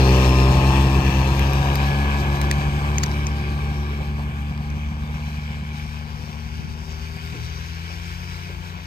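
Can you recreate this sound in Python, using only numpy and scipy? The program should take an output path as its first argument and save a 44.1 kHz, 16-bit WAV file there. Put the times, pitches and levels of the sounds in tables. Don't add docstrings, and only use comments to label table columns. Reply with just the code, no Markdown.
import sys
import numpy as np
from scipy import signal
from scipy.fft import rfft, irfft, next_fast_len
from scipy.io import wavfile
from scipy.ndimage import uniform_filter1d, map_coordinates

SR = 44100
rng = np.random.default_rng(int(sys.argv[2]) if len(sys.argv) > 2 else 0)


def master_out(mix):
    frames = np.transpose(np.atleast_2d(mix))
    ceiling = np.clip(frames, -1, 1)
    pcm = np.round(ceiling * 32767).astype(np.int16)
    wavfile.write(sys.argv[1], SR, pcm)


def volts_from_decibels(level):
    exponent = np.asarray(level, float) / 20
    return 10 ** exponent


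N = 390726
T = np.arange(N) / SR
TURN_S = 5.82


def unit(x):
    return x / np.sqrt(np.mean(x ** 2) + 1e-20)


def along(points, hz):
    f, v = np.transpose(points)
    return np.interp(np.log(hz + 1), np.log(f + 1), v)


def curves(rows):
    s, *cols = np.transpose(rows)
    return [np.interp(T, s, c) for c in cols]


def step(x):
    return .5 + .5 * np.tanh(x / 2)


def wobble(rate_hz):
    coarse = T[::32]
    knots = rng.standard_normal(int(N * rate_hz / SR) + 4)
    return np.interp(T, coarse, map_coordinates(knots, [coarse * rate_hz]))


def filtered(x, response):
    m = next_fast_len(N + 8192)
    return irfft(rfft(x, m) * response(np.fft.rfftfreq(m, 1 / SR)), m)[..., :N]


def patchy(pair, depth_db):
    z = signal.stft(pair, nperseg=512)[2]
    field = uniform_filter1d(rng.standard_normal(z.shape[1:]), size=4, axis=0)
    field = uniform_filter1d(field, size=40, axis=1)
    return signal.istft(z * volts_from_decibels(depth_db * unit(field)), nperseg=512)[1][:, :N]


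# [freq_hz, likeness_0_to_1]
PORT_LIKENESS = [(60, 1), (500, .95), (1200, .93), (2300, .85), (3200, .55), (8000, .6), (9100, 1),
                 (10900, 1), (11400, .95), (12200, .99)]


def rush(spectrum, patchy_db=None):
    noise = rng.standard_normal((2, N))
    if patchy_db:
        noise = patchy(noise, patchy_db)

    def split(hz):
        angle = np.arccos(np.clip(along(PORT_LIKENESS, hz), -1, 1)) / 2
        return volts_from_decibels(along(spectrum, hz)) * [np.cos(angle), np.sin(angle)]
    a, b = filtered(noise, split)
    return unit(np.array([a + b, a - b]))


START_M, SPEED_M_S, PICK_UP_S = 3, 4.4, 1.6


def distance():
    m = START_M + SPEED_M_S * (T - PICK_UP_S * (1 - np.exp(-T / PICK_UP_S)))
    return m, 20 * np.log10(m / START_M)


PIPE_PEAK_HZ, PEAK_WIDTH_HZ, PEAK_DB = 395, 15, 6
PIPE_EDGE_HZ, EDGE_WIDTH_HZ, EDGE_DB = 412, 6, -15
DIP_HZ, DIP_SINKS_HZ_PER_M, DIP_WIDTH = 500, 7.7, .17
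DIP_FROM_M, DIP_DB_PER_M, DIP_MAX_DB = 13.5, 3, 19


def ground_db(hz, m):
    depth_db = np.clip(DIP_DB_PER_M * (m - DIP_FROM_M), 0, DIP_MAX_DB)
    dip_hz = DIP_HZ - DIP_SINKS_HZ_PER_M * m
    dip = np.exp(-(np.log(hz / dip_hz) / DIP_WIDTH) ** 2)
    peak = np.exp(-((hz - PIPE_PEAK_HZ) / PEAK_WIDTH_HZ) ** 2)
    return PEAK_DB * peak + EDGE_DB * step((hz - PIPE_EDGE_HZ) / EDGE_WIDTH_HZ) - depth_db * dip


def order_line(order, shaft_hz, turns):
    ease = .2 * (np.minimum(shaft_hz, 75) - 65) - .55
    lag = 1.35 * (order - 1) ** 2 + .9 * (order > 3) + 1.8 * (order == 5)
    return np.sqrt(2) * np.cos(2 * np.pi * order * turns + (order - 1) * ease - lag)


# [shaft_order, level_over_order_1_db, extra_loss_db_per_db_spreading]
PIPE_ORDERS = [(3, -10, 0), (4, -14, 0.42), (5, -12.5, 0.55), (6, -15, 5.06)]
SECOND_DB, SECOND_FADES = -3, 0.16


def exhaust_orders(shaft_hz, turns, beat_db, left):
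    m, loss_db = distance()
    second_db = SECOND_DB - SECOND_FADES * loss_db + 1.03 * wobble(6.1)
    low = order_line(1, shaft_hz, turns) * left
    low = volts_from_decibels(beat_db) * (low + volts_from_decibels(second_db) * order_line(2, shaft_hz, turns))
    for k, db, fades in PIPE_ORDERS:
        level_db = beat_db + db - fades * loss_db + ground_db(k * shaft_hz, m)
        level_db = level_db + wobble(3) + min(k - 2.7, 1.2) * wobble(18)
        low += volts_from_decibels(level_db) * order_line(k, shaft_hz, turns) * (.5 + left / 2)
    return low


# [shaft_order, level_over_casing_db, start_s, end_s]
CASING_BEAMS = [(7, -3.5, -1, .5), (8, -7, -1, .6), (8, -10, 1.1, 3.5), (9, -6, -2.5, .9),
                (10, -9, 1.55, 2.8), (11, -11, -1, 1.2), (11, -6.5, 1.2, 7.2), (12, -7, 1.5, 2.4),
                (13, -9, -1, .45), (13, -1, .45, 1.1), (13, -9, 1.1, 2.3), (14, -8, -1, 2.4),
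                (15, -10, .5, 2.4), (15, -11, 3, 5.7), (16, -3, -1, 1.1), (16, -7.5, 1.9, 5.2),
                (17, -9, .9, 1.6), (19, -8, -1, .65), (22, -9, 1.5, 2.4), (26, -7, .75, 1.3),
                (24, -8, 1.1, 1.8), (24, -2, 1.8, 2.6), (22, -7, 3, 3.9), (9, -9, 6.8, 7.35),
                (14, -6, 7.3, 7.7), (13, -9, 7.75, 8.1), (8, -9, 7.9, 8.4), (11, -10, 8, 9.5),
                (10, -9, 8.1, 9.5)]
REST_DB, REST_FADES, SWING_S = -15, .2, .15


def casing_orders(shaft_hz, turns, casing_db):
    loss_db = distance()[1]
    blur_db = -.12 * np.maximum(T - 3, 0)
    high = np.zeros(N)
    for k in range(7, 27):
        aim_db = REST_DB - REST_FADES * loss_db + max(k - 11, 0) * blur_db - .5 * max(k - 16, 0)
        for order, db, start_s, end_s in CASING_BEAMS:
            if round(order) == k:
                facing = step((T - start_s) / SWING_S) * step((end_s - T) / SWING_S)
                aim_db = aim_db + (db - aim_db) * facing
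        level_db = casing_db + aim_db + 1.6 * wobble(9) + 1.5 * wobble(30)
        high += volts_from_decibels(level_db) * order_line(k, shaft_hz, turns)
    return high


# [freq_hz, density_db_per_hz]
CASING_SPECTRUM = [(250, -120), (350, 3), (600, -4), (850, -2), (1120, 2), (1330, -6), (1700, -12),
                   (2200, -120)]


def casing_rasp(puff, casing_db):
    return volts_from_decibels(casing_db - .8 + wobble(11)) * puff ** 1.28 * rush(CASING_SPECTRUM)


# [freq_hz, density_db_per_hz]
RUMBLE_SPECTRUM = [(40, -120), (50, -10), (60, -1), (110, -1), (190, -4), (280, -14), (500, -24),
                   (700, -120)]
# [freq_hz, density_db_per_hz]
DRONE_SPECTRUM = [(180, -120), (270, -2), (450, 1), (560, -120)]
DRONE_DB, DRONE_HZ = -20.5, 336


def exhaust_rumble(beat_db):
    rumble = volts_from_decibels(beat_db - 13 + wobble(3.8)) * rush(RUMBLE_SPECTRUM)
    drone_db = beat_db + DRONE_DB + 1.5 * ground_db(DRONE_HZ, distance()[0])
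    return rumble + volts_from_decibels(drone_db) * rush(DRONE_SPECTRUM)


# [time_s, lug_hz, level_db]
LUG_PASSING = [(0, 15, -46), (2, 18.8, -41), (3, 21.6, -38), (4, 23.4, -39), (5.8, 25.7, -42), (7, 28, -45),
               (8.1, 33.7, -46), (8.86, 38.3, -47)]


def track():
    lug_hz, db = curves(LUG_PASSING)
    turns = np.cumsum(lug_hz * (1 + .012 * wobble(10))) / SR
    later = step((T - 5.6) / 0.49)

    def line(order):
        return np.sin(2 * np.pi * order * turns)
    hum = later * line(4) + (1 - 1.03 * later) * (line(5) + 0.48 * line(7.5))
    return volts_from_decibels(db + 5.0 + 2.4 * wobble(3.6)) * hum


# [near_hz, far_hz, width_hz, level_db]
COWL_MODES = [(2450, 2330, 70, 0), (2620, 2510, 70, 0), (3000, 3030, 80, -3), (3700, 3830, 90, -3),
              (4250, 4290, 90, 2)]
PANEL_TURN_S = 1.7


def panels(shake):
    def ring(side):
        def response(f):
            total = 0
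            for row in COWL_MODES:
                damping = 1j * f * row[2]
                total = total + volts_from_decibels(row[3]) * damping / (row[side] ** 2 - f * f + damping)
            return total
        return unit(filtered(shake, response))
    far = step((T - PANEL_TURN_S) / .2)
    return np.sqrt(1 - far) * ring(0) + np.sqrt(far) * ring(1)


# [freq_hz, density_db_per_hz]
HISS_SPECTRUM = [(950, -120), (1250, -3), (1650, 0), (2000, 0), (2400, -2.5), (2850, -1), (3500, -2),
                 (4500, -120)]
# [freq_hz, density_db_per_hz]
SPRAY_SPECTRUM = [(2800, -120), (3500, -.5), (5500, -5), (9000, -8.5), (10000, -12), (11250, -14),
                  (15400, -19), (16200, -120)]
HISS_DB, PANEL_DB = .7, -7
SPRAY_DB, SPRAY_GROWS = -6.5, 1.04


def snow(puff, throw_db):
    gust = wobble(9)
    mean_db = throw_db.mean()
    spray_db = mean_db + SPRAY_DB + SPRAY_GROWS * (throw_db - mean_db)
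    noise = rush(HISS_SPECTRUM)
    hiss = puff ** .35 * noise + volts_from_decibels(PANEL_DB) * panels(puff ** 2 * noise[:, ::-1])
    hiss = volts_from_decibels(throw_db + HISS_DB + .6 * gust + 0.93 * wobble(30)) * hiss
    spray = puff ** 0.4 * rush(SPRAY_SPECTRUM, patchy_db=2)
    return hiss + volts_from_decibels(spray_db + 0.4 * gust + 1.08 * wobble(25)) * spray


# [start_s, count, gap_s]
HEAVY_FIRINGS = [(.516, 2, .076), (.712, 1, 0), (.877, 5, .1125), (1.505, 3, .116), (1.909, 1, 0),
                 (2.222, 2, .128), (2.591, 3, .098), (3.049, 1, 0), (3.421, 2, .165), (3.724, 1, 0),
                 (4.025, 2, .273), (4.518, 2, .095), (4.775, 1, 0), (4.923, 9, .117), (6.06, 3, .093),
                 (6.295, 1, 0), (6.471, 2, .133), (6.824, 1, 0), (7.171, 2, .164), (8.771, 1, 0)]
# [freq_hz, level_db, t60_s]
PIPE_MODES = [(60, 0, .22), (170, -2, .05), (770, -14, .04)]
POP_DB = -6.5
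KNOCK, KNOCK_HZ = 0.57, 740


def thumps(turns, beat_db, scatter_db):
    surplus, heavy = np.zeros((2, N))
    fires = np.flatnonzero(np.diff(np.floor(2 * (turns - .27))))
    surplus[fires] = volts_from_decibels(beat_db[fires] + scatter_db[fires]) * rng.standard_normal(len(fires))
    for start_s, count, gap_s in HEAVY_FIRINGS:
        for k in range(count):
            at = fires[::2][np.argmin(abs(T[fires[::2]] - (start_s + gap_s * k)))]
            heavy[at] = volts_from_decibels(beat_db[at] + POP_DB + rng.normal(0, 1))
    t = np.arange(SR // 4) / SR
    ring = np.zeros(len(t))
    for hz, db, t60_s in PIPE_MODES:
        ring += volts_from_decibels(db - 60 * t / t60_s) * (1 - np.exp(-t / .004)) * np.sin(2 * np.pi * hz * t)
    u = t - .015
    bark = -2.4 * np.exp(-(u / .006) ** 2) * np.cos(2 * np.pi * 170 * u)
    knock = np.sin(2 * np.pi * KNOCK_HZ * u) + .7 * np.sin(2.6 * np.pi * KNOCK_HZ * u)
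    knock = KNOCK * step(u / .0006) * volts_from_decibels(-60 * u / .06) * knock
    lull = np.maximum(u - .004, 0) / .011
    lull = 1.6 * lull * np.exp(1 - lull)

    def after(shape):
        return signal.fftconvolve(heavy, shape)[round(.015 * SR):][:N]
    left = 1 - np.minimum(after(lull) / volts_from_decibels(beat_db), 1.2)
    return signal.fftconvolve(surplus, ring)[:N] + after(bark + knock), left


# [time_s, shaft_hz]
SHAFT_SPEED = [(0, 65.1), (.3, 64.4), (.5, 65.1), (.72, 66.9), (1.23, 66.7), (1.95, 70.5), (2.29, 70.1),
               (2.9, 72.6), (3.75, 72.7), (4.47, 73.3), (4.91, 74.6), (5.82, 74.8), (6.46, 75.6),
               (7.25, 79.3), (7.7, 81.5), (8.23, 87.4), (8.86, 88.8)]
# [time_s, exhaust_db, thrown_snow_db]
EFFORT_LEVELS = [(0, -16, -30.5), (.5, -16.5, -32.5), (1.1, -17.5, -34), (1.9, -21.5, -35),
                 (2.5, -21.5, -37), (3.3, -24.5, -41), (3.8, -25, -42), (4.3, -28, -44.5), (4.7, -27, -46),
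                 (5.5, -29, -43.5), (5.8, -30.5, -43.5), (6.05, -33.5, -44.5), (6.65, -33.5, -46),
                 (7.45, -33.5, -41), (8.3, -35.5, -41.5), (8.86, -38, -43.5)]
CASING_DB, CASING_FADES = -29, 0.72
LOAD_HZ, LOAD_DB_PER_HZ = 78, 0.16
SHADOW_M, SHADOW_WIDTH_M, SHADOW_DB = 12.3, 1.5, -7.5
SCATTER_DB, SCATTER_GROWS = -20.5, 0.8
PAN_DB, TURNED_DB, TURNING_S = .8, 6, .07


def machine():
    shaft_hz = curves(SHAFT_SPEED)[0]
    beat_db, throw_db = curves(EFFORT_LEVELS)
    m, loss_db = distance()
    casing_db = CASING_DB - CASING_FADES * loss_db
    casing_db += LOAD_DB_PER_HZ * np.maximum(shaft_hz - LOAD_HZ, 0)
    casing_db += SHADOW_DB * step((m - SHADOW_M) / SHADOW_WIDTH_M)
    turns = np.cumsum(shaft_hz * (1 + .001 * wobble(8))) / SR
    puff = 1 + .15 * np.cos(2 * np.pi * turns) + .5 * np.cos(4 * np.pi * turns)
    uneven, left = thumps(turns, beat_db, SCATTER_DB + SCATTER_GROWS * loss_db)
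    bass = exhaust_orders(shaft_hz, turns, beat_db, left) + uneven + track() + exhaust_rumble(beat_db)
    lean_db = (PAN_DB + (TURNED_DB - PAN_DB) * step((T - TURN_S) / TURNING_S)) / 2
    casing = casing_orders(shaft_hz, turns, casing_db) + casing_rasp(puff, casing_db)
    return bass * volts_from_decibels([lean_db, -lean_db]) + casing + snow(puff, throw_db)


# [freq_hz, left_db, right_db, extra_right_lag_rad]
PORTS_AHEAD = [(300, 0, 0, 0), (450, 0, 0, .3), (620, 2, -1.5, .1), (800, 4.5, -5.5, -.4),
               (1120, -.5, -4.5, -.3), (1300, 0, -1.3, -.1), (1470, -2, -2, .4), (1650, 0, -4.5, .9),
               (1810, .7, -7.5, 1.9), (1990, -.7, -6, 2.9), (2330, 4.6, -1.5, 5.2), (2670, 8.2, -5.3, 5.5),
               (2850, 3.5, -5.2, 2 * np.pi), (3050, 1.2, -4.7, 2 * np.pi), (3400, 1.6, -10.7, 2 * np.pi),
               (3850, 7, -6, 2 * np.pi), (4300, 5, -3.3, 2 * np.pi), (5700, 8.5, -1, 2 * np.pi),
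               (6400, 3.8, -3, 2 * np.pi), (8500, -1.2, -2.3, 2 * np.pi), (9500, 0, 0, 2 * np.pi)]
# [freq_hz, left_db, right_db, extra_right_lag_rad]
PORTS_AWAY = [(300, 0.0, 0.0, 0.2), (450, 0.6, -0.4, 0.4), (620, 4.0, -3.5, 0.4), (800, 4.3, -3.4, -0.2),
              (1120, 2.2, -0.5, 0.5), (1300, 1.7, 2.4, 0.6), (1470, 2.9, 4.0, 0.5), (1650, 2.1, 0.1, 1.0),
              (1810, 0.5, -2.5, -0.4), (1990, 0.1, 1.8, -1.8), (2330, 5.0, 4.3, -0.6),
              (2670, 0.5, -2.0, 0.5), (2850, 0.9, -4.4, 0), (3050, 2.2, -6.7, 0), (3400, -0.2, -9.1, 0),
              (3850, 4.7, -3.5, 0), (4300, 4.2, -1.3, 0), (4750, 4.6, -2.0, 0), (5200, 5.9, -3.5, 0),
              (5700, 4.6, -4.3, 0), (6400, 1.8, -3.6, 0), (7200, -1.7, -2.4, 0), (8500, -1.6, -2.8, 0),
              (9500, -0.0, -0.0, 0)]
# [freq_hz, left_db, right_db, extra_right_lag_rad]
PORTS_TURNED = [(300, -0.0, -0.0, -0.2), (450, -0.0, 0.3, 0.0), (620, 4.7, -0.2, 1.0),
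                (800, 6.2, -1.7, 0.8), (1120, 5.1, 1.1, 1.1), (1300, 2.5, 3.0, 1.1), (1470, 1.2, 1.4, 1.1),
                (1650, -0.4, -3.1, 1.0), (1810, -1.0, -6.3, 0.0), (1990, -0.9, 0.3, -1.0),
                (2330, 0.9, 1.3, -0.3), (2670, 1.2, -4.6, 0.0), (2850, 0.9, -7.9, 0), (3050, 0.8, -7.5, 0),
                (3400, -1.7, -8.2, 0), (3850, 4.0, -2.3, 0), (4300, 4.8, 0.3, 0), (4750, 8.2, 2.1, 0),
                (5200, 8.0, 1.2, 0), (5700, 8.7, 1.4, 0), (6400, 2.6, 2.0, 0), (7200, -3.0, -1.9, 0),
                (8500, -3.9, -3.2, 0), (9500, -0.0, -0.0, 0)]
# [freq_hz, lead_rad]
LEFT_LEAD = [(20, 0), (200, .12), (450, .3), (700, 1.2), (1000, 1), (1250, 1.8), (1450, 3.1), (2000, 5),
             (2600, 7.3), (6000, 16), (7300, 7 * np.pi), (8400, 8 * np.pi), (9300, 9 * np.pi),
             (10900, 9 * np.pi), (11500, 10 * np.pi)]
# [time_s, left_delay_ms, right_delay_ms, strength]
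BODY_ECHO = [(0, 1.17, 1.34, .75), (1.15, 1.17, 1.35, .75), (1.6, 1.25, 1.34, .7), (3.2, 1.25, 1.3, .55),
             (5.7, 1.27, 1.31, .4), (5.95, 1.06, 1.42, .7), (8.86, 1.06, 1.42, .8)]
ECHO = 0.4


def ports(pair):
    def shade(rows, hz):
        f, *cols = np.transpose(rows)
        left_db, right_db, lag = (np.interp(hz, f, c) for c in cols)
        half = along(LEFT_LEAD, hz) / 2
        return np.array([volts_from_decibels(left_db) * np.exp(1j * half), volts_from_decibels(right_db) * np.exp(-1j * (half + lag))])

    def treble_band(hz):
        return np.clip((hz - 3200) / 800, 0, 1) * np.clip((8500 - hz) / 2500, 0, 1)
    near, far, turned = (filtered(pair, lambda hz: shade(rows, hz))
                         for rows in (PORTS_AHEAD, PORTS_AWAY, PORTS_TURNED))
    away = np.clip((T - 1.2) / 1.0, 0, 1)
    turn = step((T - TURN_S) / .2)
    direct = (1 - away) * near + away * ((1 - turn) * far + turn * turned)
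    treble = filtered(direct, treble_band)
    sway_ms = .018 * wobble(4)
    *delays_ms, share = curves(BODY_ECHO)
    echo = [np.interp(T - (ms + sway_ms) / 1000, T, side) for ms, side in zip(delays_ms, treble)]
    return direct + ECHO * share * np.array(echo)


# [time_s, level_db]
WIND_PUFFS = [(4.75, -39), (5.15, -46), (5.6, -41), (6.65, -34), (7.4, -37), (8.6, -47)]


def wind():
    swell = sum(volts_from_decibels(db) * np.exp(-((T - s) / 0.1) ** 2) for s, db in WIND_PUFFS)
    air = filtered(rng.standard_normal((2, N)), lambda hz: np.exp(-np.log((hz + 1) / 60) ** 2 / 1.3))
    return (swell + volts_from_decibels(-58)) * unit(air) * volts_from_decibels([[2.5], [-2.5]])


# [time_s, ring_db, ring_hz, snap_over_ring_db, fall_20db_s]
CRUST_CRACKS = [(1.3942, -24, 12000, -1, .002), (1.5338, -29, 13000, -2, .002),
                (1.7555, -25, 12500, -3, .004), (2.415, -28, 8000, 4, .003), (2.513, -17, 8200, -1, .003),
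                (2.5132, -2, 1900, -34, .004), (2.9833, -11, 6300, -14, .003),
                (3.002, -27, 2000, -20, .004), (3.0315, -21, 5000, -10, .003),
                (3.0355, -11, 6300, -10, .003), (3.039, -14, 4900, -13, .004),
                (3.062, -24, 6000, -12, .003), (3.1155, -32, 5000, -3, .002),
                (3.2685, -12, 6300, -19, .002), (3.9744, -42, 3000, -3, .003), (4.577, -38, 3400, -3, .003),
                (4.702, -42, 6000, -3, .006), (6.258, -34, 5500, -14, .002), (6.925, -38, 5700, -10, .004),
                (7.275, -36, 5500, -14, .004)]
# [freq_hz, density_db_per_hz]
SNAP_SPECTRUM = [(700, -120), (1100, 9), (1900, 17), (3000, 11), (8600, 5), (10000, -10), (11200, -1),
                 (16300, -9)]


def cracks():
    out, t = np.zeros((2, N + SR)), np.arange(2048) / SR - .005
    hz = np.fft.rfftfreq(len(t), 1 / SR)
    half = volts_from_decibels(3 * np.exp(-np.log((hz + 1) / 5600) ** 2 / .2))
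    half = half * np.exp(.5j * along(LEFT_LEAD, np.minimum(hz, 6000)) * (hz < 11000))
    for s, db, ring_hz, snap_db, fall_s in CRUST_CRACKS:
        envelope = volts_from_decibels(db - 20 * abs(t) / max(fall_s, .001)) * step(t / .0002)
        a, b = envelope * rng.standard_normal((2, len(t)))
        ring = 2.2 * np.exp(-(np.log((hz + 1) / ring_hz) / .13) ** 2)
        colour = ring + volts_from_decibels(snap_db + along(SNAP_SPECTRUM, hz))
        crack = irfft(rfft([a + b / 2, a - b / 2]) * colour * [half, 1 / half])
        out[:, round((s + t[0]) * SR):][:, :len(t)] += crack
    return out[:, :N]


# [time_s, peak_db, pitch_hz, pan_db]
BOOT_CREAKS = [(4.0, -28, 680, -15), (4.18, -26.5, 730, -8), (4.359, -41, 735, -4), (4.572, -45, 740, 0),
               (5.09, -34.5, 422, -5), (5.491, -53, 452.2, 8), (6.188, -35, 345, -11), (7.34, -30, 340, 3),
               (7.897, -41, 700, 6), (8.49, -34, 408, 0)]


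def boots():
    out, t = np.zeros((2, N + SR)), np.arange(SR // 10) / SR
    for s, db, hz, pan_db in BOOT_CREAKS:
        spread = np.linspace(-.3, .4, 24)[:, None] + .02 * rng.standard_normal((24, 1))
        tones = np.sin(2 * np.pi * hz * np.exp(spread) * (t + 1)).sum(0)
        creak = volts_from_decibels(db - 14.5 - 60 * t / .14) * (1 - np.exp(-t / .006)) * tones
        out[:, round(s * SR):][:, :len(t)] += volts_from_decibels([[pan_db / 2], [-pan_db / 2]]) * creak
    return out[:, :N]


def scene():
    return ports(machine() + boots()) + cracks() + wind()


def low_pass(x):
    return signal.sosfilt(signal.butter(12, 16510, fs=SR, output="sos"), x)


def record(dry):
    def low_cut(hz):
        return 1 / np.sqrt(1 + (50 / (hz + 1)) ** 10)
    return low_pass(filtered(dry, low_cut))


dry = scene()
out = record(dry)
master_out(out)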